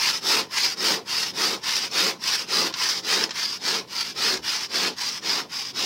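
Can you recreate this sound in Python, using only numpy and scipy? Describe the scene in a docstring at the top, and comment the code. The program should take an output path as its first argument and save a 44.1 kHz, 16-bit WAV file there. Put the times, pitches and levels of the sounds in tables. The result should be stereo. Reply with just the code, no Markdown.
"""Outdoors among stacked blocks, a coarse-toothed hand saw cuts aerated concrete close to the listener.
On each stroke the passing teeth gate a stream of random grains, which rasps and rings the steel near 5 kHz.
Pushes bite deep and drum the block; pulls are lighter and jerkier, with a loose blade humming early on.
Teeth catch in short swells, blows knock blade and handle, and the late strokes weaken. One soft thud
comes from the shifting block, over a quiet background of shaped noise. Both channels are the same."""
import sys
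import numpy as np
from scipy import signal
from scipy.fft import rfft, irfft, next_fast_len
from scipy.io import wavfile
from scipy.ndimage import uniform_filter1d, map_coordinates

SR = 44100
rng = np.random.default_rng(int(sys.argv[2]) if len(sys.argv) > 2 else 0)


def wrap_up_sound(samples):
    """Save the sound to the file named by the first command line argument, as 16-bit audio."""
    columns = np.atleast_2d(samples).T
    # keep every value between -1 and 1, then stretch to whole-number steps
    tamed = np.clip(columns, -1, 1)
    steps = np.round(tamed * 32767).astype(np.int16)
    wavfile.write(sys.argv[1], SR, steps)


N = 257984
TIME = np.arange(N) / SR

# push strokes, swelling, held, then braking: start t/s, rasp level/dB, attack [share of stroke],
# sag [dB per stroke], braking point [0-1 of stroke], block level/dB re rasp
PUSH_STROKES = [(.208, -17.5, 0.43, 11, 0.7, -9), (.76, -18.5, 0.45, 13.5, 0.69, -8),
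                (1.328, -19.5, 0.42, 15.5, 0.79, -8.5), (1.898, -18, 0.42, 15, .73, -9.5),
                (2.462, -19.5, .41, 9.5, 0.81, -8), (3.022, -18.5, 0.39, 14.5, 0.75, -9.5),
                (3.594, -21.5, 0.41, 13, .72, -8), (4.143, -20, 0.4, 3.5, 0.75, -10.5),
                (4.683, -21, 0.41, 5, 0.75, -9), (5.21, -21.6, 0.38, 7.5, 0.71, -8),
                (5.732, -22.5, 0.38, -2, .73, -9)]
# pull strokes, swelling, held, then easing as the blade's tip enters the cut: start t/s, rasp level/dB,
# attack [share of stroke], easing point [0-1 of stroke], block level/dB re rasp
PULL_STROKES = [(-.08, -19.5, 0.44, 0.66, -23), (.484, -21, 0.37, 0.65, -21), (1.04, -23, .33, 0.69, -20.5),
                (1.604, -21, 0.35, 0.63, -19.5), (2.182, -21.5, 0.37, 0.63, -20),
                (2.724, -21, 0.35, 0.64, -18), (3.315, -24.5, 0.27, 0.5, -28),
                (3.863, -24.5, 0.43, 0.59, -27), (4.41, -23, 0.26, .59, -22), (4.949, -25, 0.24, 0.58, -25),
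                (5.475, -27.5, 0.32, 0.58, -24)]
# teeth catching on hard spots: centre t/s, extra level/dB, half length t/s
TOOTH_CATCHES = [(0.584, 4, 0.0054), (0.776, 3, .005), (1.64, 6.5, 0.0056), (1.843, 0.5, .006),
                 (2.281, 2, 0.0044), (2.296, 1, .003), (2.356, 4, .004), (2.84, 3.5, 0.0047),
                 (3.457, 5, .005), (3.684, 2.5, 0.007), (4.012, 5.5, .003), (4.375, 6.5, 0.0044)]
# colour of the crushing noise on a push: f/Hz, level/dB
PUSH_COLOUR = [(60, -55), (200, -13), (650, -16), (900, -8.5), (1300, -3.5), (2000, -3.5), (3200, -3.5),
               (4300, -1), (5600, -3), (7000, -15), (10000, -32), (16000, -39)]
# colour of the crushing noise on a pull: f/Hz, level/dB
PULL_COLOUR = [(60, -55), (200, -38), (600, -19.5), (950, -7), (1250, -7.5), (1900, -5.5), (3200, -4),
               (4200, -6.5), (5600, -4), (7000, -17), (10000, -25.5), (16000, -30.5)]
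# colour of the finest dust: f/Hz, level/dB
DUST_COLOUR = [(3000, -33), (6000, 1), (8000, 2.5), (9300, 3), (10500, -1), (13000, -1.5), (16000, 0.5)]
# blade resonance as the saw goes in: depth [0-1], f/Hz, width f/Hz, level/dB
BLADE_RING = [(0, 5160, 395, -1), (.5, 4900, 557, -0.5), (1, 5180, 745, -6)]
# resonances of the block and its support: f/Hz, width f/Hz, level/dB
BLOCK_MODES = [(113, 12, -19), (188.6, 23, -3.5), (256, 55, -5.5), (324, 21, -1), (377, 23, 1),
               (445.3, 36, -0.5), (538, 88, -7), (698, 110, -6.5), (902, 160, -6), (1046, 47, -2.5),
               (1290, 240, -14)]
# the block's own notes: f/Hz, level/dB re the drumming
DRUM_NOTES = [(186, -17.5), (443, -10.5), (536, -13)]
# bending modes of the free blade on a pull: f/Hz, level/dB re rasp
BENDING_MODES = [(930, -20.5), (1040, -20.5), (1850, -23)]
# blade and handle knocking in the cut: t/s, level/dB, t60 t/s, steel ring level/dB re blow
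KNOCK_BLOWS = [(0.509, -34, 0.037, -11), (1.147, -22, .015, -4), (1.913, -38, 0.044, 9),
               (2.2385, -24.5, .03, 2), (2.7257, -29.5, 0.04, -14), (2.7387, -21, 0.065, -21),
               (3.2388, -13, 0.023, -0.5), (3.292, -28, 0.055, -12), (3.3068, -23.5, 0.085, -16),
               (4.931, -38, 0.12, -14)]
# colour of the outdoor background: f/Hz, level/dB
AIR_COLOUR = [(25, -31), (60, -13.5), (115, 1), (190, 4.5), (400, 1.5), (700, -8.5), (1500, -17),
              (4000, -14), (8000, -29), (16000, -29)]

LAST_TURN = 5.94  # s, end of the final push, just past the end of the sound
TURN_GAIN = 0.062  # gain a push starts from; pulls add a share of it
PUSH_CURVE, BRAKE_DB_PER_STROKE = 1.66, 94  # slow start (exponent), fall at the end
PULL_CURVE, PULL_RELEASE_SHARE = 2.25, 0.17  # slow start (exponent), length of the stop in strokes
EASE_DB, EASE_SHARE = 5, 0.049  # drop as a pull eases, its length in strokes
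# the tip snags just before a pull eases: extra dB, then lead and half length in strokes
SNAG_DB, SNAG_LEAD, SNAG_SHARE = 1.5, 0.054, 0.013
# chance unevenness of the cut: dB per unit of wobble, knots a second
PUSH_JERK_DB, PULL_JERK_DB, JERKS_PER_S = 0.55, 1.0, 72
# finest dust re rasp at the start, and its fading as the cut deepens
PUSH_DUST_DB, PULL_DUST_DB, DUST_FADE_DB_PER_S = -12.5, -18, 0.8
# drumming level at mid-stroke, exponent on the drive, growth over a stroke
DRUM_DB, DRUM_FOLLOW, DRUM_GROWTH_DB = -2.5, 0.58, 9.5
# strongest point and half length in strokes; a deeper cut damps the bending
BENDING_AT, BENDING_SHARE, BENDING_FADE_DB_PER_S = .33, 0.23, 1.04
TOP_HZ = 15800  # band limit of the recorder


def saw():
    """Strokes drive the crushing noise, the ringing blade, the dust and the drumming block."""
    progress, forward, drive, rasp_db, block_db = arm()
    pushing, drive = soften(forward), soften(drive)

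    def by_stroke(on_push, on_pull):
        """Crossfade between the push and pull settings."""
        return pushing * on_push + (1 - pushing) * on_pull

    depth = (1 - (2 * forward - 1) * np.cos(np.pi * progress)) / 2
    speed = np.abs(np.sin(np.pi * progress ** by_stroke(.82, 1.03)))
    jerk_db = by_stroke(PUSH_JERK_DB, PULL_JERK_DB) * wobble(JERKS_PER_S)
    catch_db = sum(db * swell(s, half) for s, db, half in TOOTH_CATCHES)
    level = amp(soften(rasp_db) + jerk_db + catch_db) * drive
    force = bites(speed, teeth_per_s=400, scatter_db=3.0, t60=0.0098, steady=2.1)

    crumbs = crush(force, speed)
    walls = reverberant(crumbs, t60=0.055, wet_db=-4.5, renew_per_s=30)
    rasp = by_stroke(amp(-1) * coloured(walls, PUSH_COLOUR), amp(-3) * coloured(walls, PULL_COLOUR))
    ring = blade_ring(force, speed, depth) * amp(0.57 - 1.0 * pushing)

    # the dust thins a little faster than the rasp when the drive is weak
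    dust_db = by_stroke(PUSH_DUST_DB, PULL_DUST_DB) - DUST_FADE_DB_PER_S * TIME
    dusty = reverberant(crumbs, t60=0.046, wet_db=-6, renew_per_s=21)
    dust = amp(dust_db) * drive ** 0.21 * coloured(dusty, DUST_COLOUR)

    drum_db = DRUM_DB + DRUM_GROWTH_DB * soften(progress - .5) + jerk_db
    heave = drive ** DRUM_FOLLOW * amp(drum_db)
    drum = soften(amp(rasp_db + block_db)) * heave * block(force, speed)
    return amp(-3) * (level * (rasp + ring + dust) + drum)


def arm():
    """Per sample: progress through the stroke 0-1, pushing 0 or 1, drive gain, rasp dB, block dB."""
    strokes = [(row, push) for row in PUSH_STROKES] + [(row, pull) for row in PULL_STROKES]
    strokes.sort(key=lambda stroke: stroke[0][0])
    ends = [row[0] for row, _ in strokes[1:]] + [LAST_TURN]
    motion = np.zeros((5, N))
    for (row, law), end in zip(strokes, ends):
        start, rasp_db, *shape, block_db = row
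        now = (TIME >= start) & (TIME < end)
        progress = (TIME[now] - start) / (end - start)
        drive = law(progress, *shape)
        motion[:, now] = np.broadcast_arrays(progress, float(law is push), drive, rasp_db, block_db)
    return motion


def push(progress, attack, sag_db, brake):
    """Gain along a push: swell, a hold that sags as the arm stretches, brake."""
    past = lambda point: np.maximum(progress - point, 0)
    swelling = TURN_GAIN + (1 - TURN_GAIN) * rise(progress / attack) ** PUSH_CURVE
    return swelling * amp(-sag_db * past(attack) - BRAKE_DB_PER_STROKE * past(brake))


def pull(progress, attack, ease):
    """Gain along a pull: swell, hold, a snag, a lighter hold, stop."""
    snag_db = SNAG_DB * bell((progress - ease + SNAG_LEAD) / SNAG_SHARE)
    grip_db = snag_db - EASE_DB * rise((progress - ease) / EASE_SHARE)
    stopping = rise((1 - progress) / PULL_RELEASE_SHARE) ** 1.64
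    moving = rise(progress / attack) ** PULL_CURVE * stopping
    return TURN_GAIN * (0.56 + 0.38 * progress) + moving * amp(grip_db)


def bites(speed, teeth_per_s, scatter_db, t60, steady):
    """Force on the cut, near rms 1: passing teeth break chips of chance size; a slow blade mostly rubs."""
    # the tooth rate follows speed + .15, with a little random timing
    count = np.cumsum(teeth_per_s * (speed + .15)) / SR + .4 * wobble(200)
    passing = np.diff(np.floor(np.maximum.accumulate(count)), prepend=0) > 0
    chips = passing * (0.24 + speed) * chance_size(scatter_db)
    decay = amp(-60 * TIME[:SR // 20] / t60)
    force = steady + unit(np.abs(signal.fftconvolve(chips, decay)[:N]))
    # level out the slow changes, so the strokes alone set the loudness
    return force / np.sqrt(np.abs(uniform_filter1d(force ** 2, size=700)) + 1e-6)


def grains(speed, per_s, scatter_db):
    """Pore walls snapping as random clicks, more of them when the blade is fast; rms 1."""
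    chance = np.clip(per_s * (speed + .15) / SR, 1e-3, 1)
    size = chance_size(scatter_db) * rng.choice([-1, 1], N)
    return unit((rng.random(N) < chance) * size / np.sqrt(chance))


def crush(force, speed):
    """A fresh stream of fine grains pressed by the teeth."""
    return force * grains(speed, per_s=20000, scatter_db=3)


def blade_ring(force, speed, depth):
    """The steel's ring, lowest in pitch at half depth, broader and more damped as the cut grips the blade."""
    ring = np.zeros(N)
    for at, hz, width, db in BLADE_RING:
        share = np.sqrt(np.clip(1 - 2 * np.abs(depth - at), 0, 1))
        ring += share * amp(db) * resonant(crush(force, speed), [(hz, width, 0)])
    ring = reverberant(ring, t60=0.044, wet_db=2.0, renew_per_s=25)
    return filtered(ring, lambda f: 1 / (1 + (f / 6800) ** 8))


def block(force, speed):
    """Coarse chips excite the block's resonances, joined by its own unsteady notes."""
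    body = resonant(force * grains(speed, per_s=4000, scatter_db=2), BLOCK_MODES)
    notes = sum(amp(db) * hum(hz, waver_per_s=24) for hz, db in DRUM_NOTES)
    return amp(0.04) * body + notes


def flexing():
    """Early in each pull the loose length of the blade hums unsteadily in its bending modes."""
    progress, forward, _, rasp_db, _ = arm()
    looseness = (1 - forward) * bell((progress - BENDING_AT) / BENDING_SHARE)
    loose = looseness * amp(rasp_db - BENDING_FADE_DB_PER_S * TIME)
    return soften(loose) * sum(amp(db) * hum(hz, waver_per_s=20 + hz / 7) for hz, db in BENDING_MODES)


def knocks():
    """Blade slaps the cut and handle meets the block: decaying noise blows, each with its share of steel ring."""
    clack = coloured(rng.standard_normal(N), PUSH_COLOUR)
    steel = resonant(rng.standard_normal(N), [(5300, 150, 0)])
    blows = np.zeros(N)
    for s, db, t60, ring_db in KNOCK_BLOWS:
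        since = np.maximum(TIME - s, 0)
        attack = 1 - np.exp(-since / .0004)
        envelope = amp(db - 60 * np.minimum(since / t60, 3)) * attack
        blows += envelope * (amp(-2) * clack + amp(ring_db) * steel)
    return filtered(blows, lambda f: 1 - 1 / (1 + (f / 250) ** 4))  # low cut


def thud(s, db, length):
    """A soft low bump as the block shifts on its stack: a bell of low noise."""
    colour = [(30, -25), (55, -10), (80, -5), (110, -2), (160, -4), (400, -50), (2000, -90)]  # f/Hz, level/dB
    return amp(db) * swell(s, length) * coloured(rng.standard_normal(N), colour)


def background():
    """Quiet outdoor air: shaped noise whose level drifts slowly."""
    return amp(-49.5 + wobble(3.43)) * coloured(rng.standard_normal(N), AIR_COLOUR)


def amp(db):
    """Decibels to gain."""
    return 10 ** (np.asarray(db) / 20)


def unit(x):
    """Scale to rms 1."""
    return x / np.sqrt(np.mean(x ** 2) + 1e-20)


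def soften(x):
    """Round off sudden steps with a moving average of 500 samples."""
    return uniform_filter1d(x, size=500)


def filtered(x, response):
    """x times a complex response of frequency."""
    m = next_fast_len(N + SR // 2)
    return irfft(rfft(x, m) * response(np.fft.rfftfreq(m, 1 / SR)), m)[:N]


def coloured(x, points):
    """x shaped by (f/Hz, level/dB) points on a log axis, at rms 1."""
    hz, db = np.transpose(points)
    return unit(filtered(x, lambda f: amp(np.interp(np.log(f + 1), np.log(hz), db))))


def resonant(x, modes):
    """x rung through (f/Hz, width f/Hz, level/dB) modes of alternating sign, at rms 1."""
    def response(f):
        total = 0
        for k, (centre, width, db) in enumerate(modes):
            damping = 1j * f * width
            total = total + (-1) ** k * amp(db) * damping / (centre * centre - f * f + damping)
        return total
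    return unit(filtered(x, response))


def reverberant(x, t60, wet_db, renew_per_s):
    """x plus a dense ring of decaying noise, redrawn renew_per_s times a second and crossfaded."""
    t = TIME[:SR // 8]
    hop = int(SR / renew_per_s)
    window = np.sin(np.pi * np.arange(2 * hop) / (2 * hop))
    padded = np.pad(x, (hop, 2 * hop))
    wet = np.zeros(N + 3 * hop + len(t))
    for start in range(0, N + hop, hop):
        tail = rng.standard_normal(len(t)) * amp(-60 * t / t60)
        ring = signal.fftconvolve(padded[start:start + 2 * hop] * window, tail / np.linalg.norm(tail))
        wet[start:start + len(ring)] += ring
    return (x + amp(wet_db) * wet[hop:hop + N]) / np.hypot(1, amp(wet_db))


def wobble(rate):
    """A smooth random curve, rate knots a second."""
    return map_coordinates(rng.standard_normal(int(N * rate / SR) + 4), [TIME * rate])


def chance_size(scatter_db):
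    """A random gain per sample, scattered in dB and held within two deviations."""
    return amp(scatter_db * np.clip(rng.standard_normal(N), -2, 2))


def hum(hz, waver_per_s):
    """An unsteady tone, a narrow band of noise around hz."""
    return sum(wobble(waver_per_s) * wave(2 * np.pi * hz * TIME) for wave in (np.cos, np.sin))


def swell(s, half):
    """A bell around time s."""
    return bell((TIME - s) / half)


def bell(offset):
    """A bell-shaped rise and fall, offset in half lengths from its top."""
    return np.exp(-np.minimum(offset ** 2, 20))


def rise(u):
    """A quarter sine from 0 to 1 as u goes from 0 to 1."""
    return np.sin(np.pi / 2 * np.clip(u, 0, 1))


def scene():
    """Saw and knocks among stacked blocks, over a quiet outdoor background."""
    work = reverberant(saw() + flexing() + knocks(), t60=0.055, wet_db=-16.5, renew_per_s=8)
    mono = work + thud(s=4.40, db=-50, length=.08) + background()
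    return np.array([mono, mono])


def record(dry):
    """The recorder keeps nothing above its band limit."""
    return np.array([filtered(channel, lambda f: f < TOP_HZ) for channel in dry])


dry = scene()
out = record(dry)
wrap_up_sound(out)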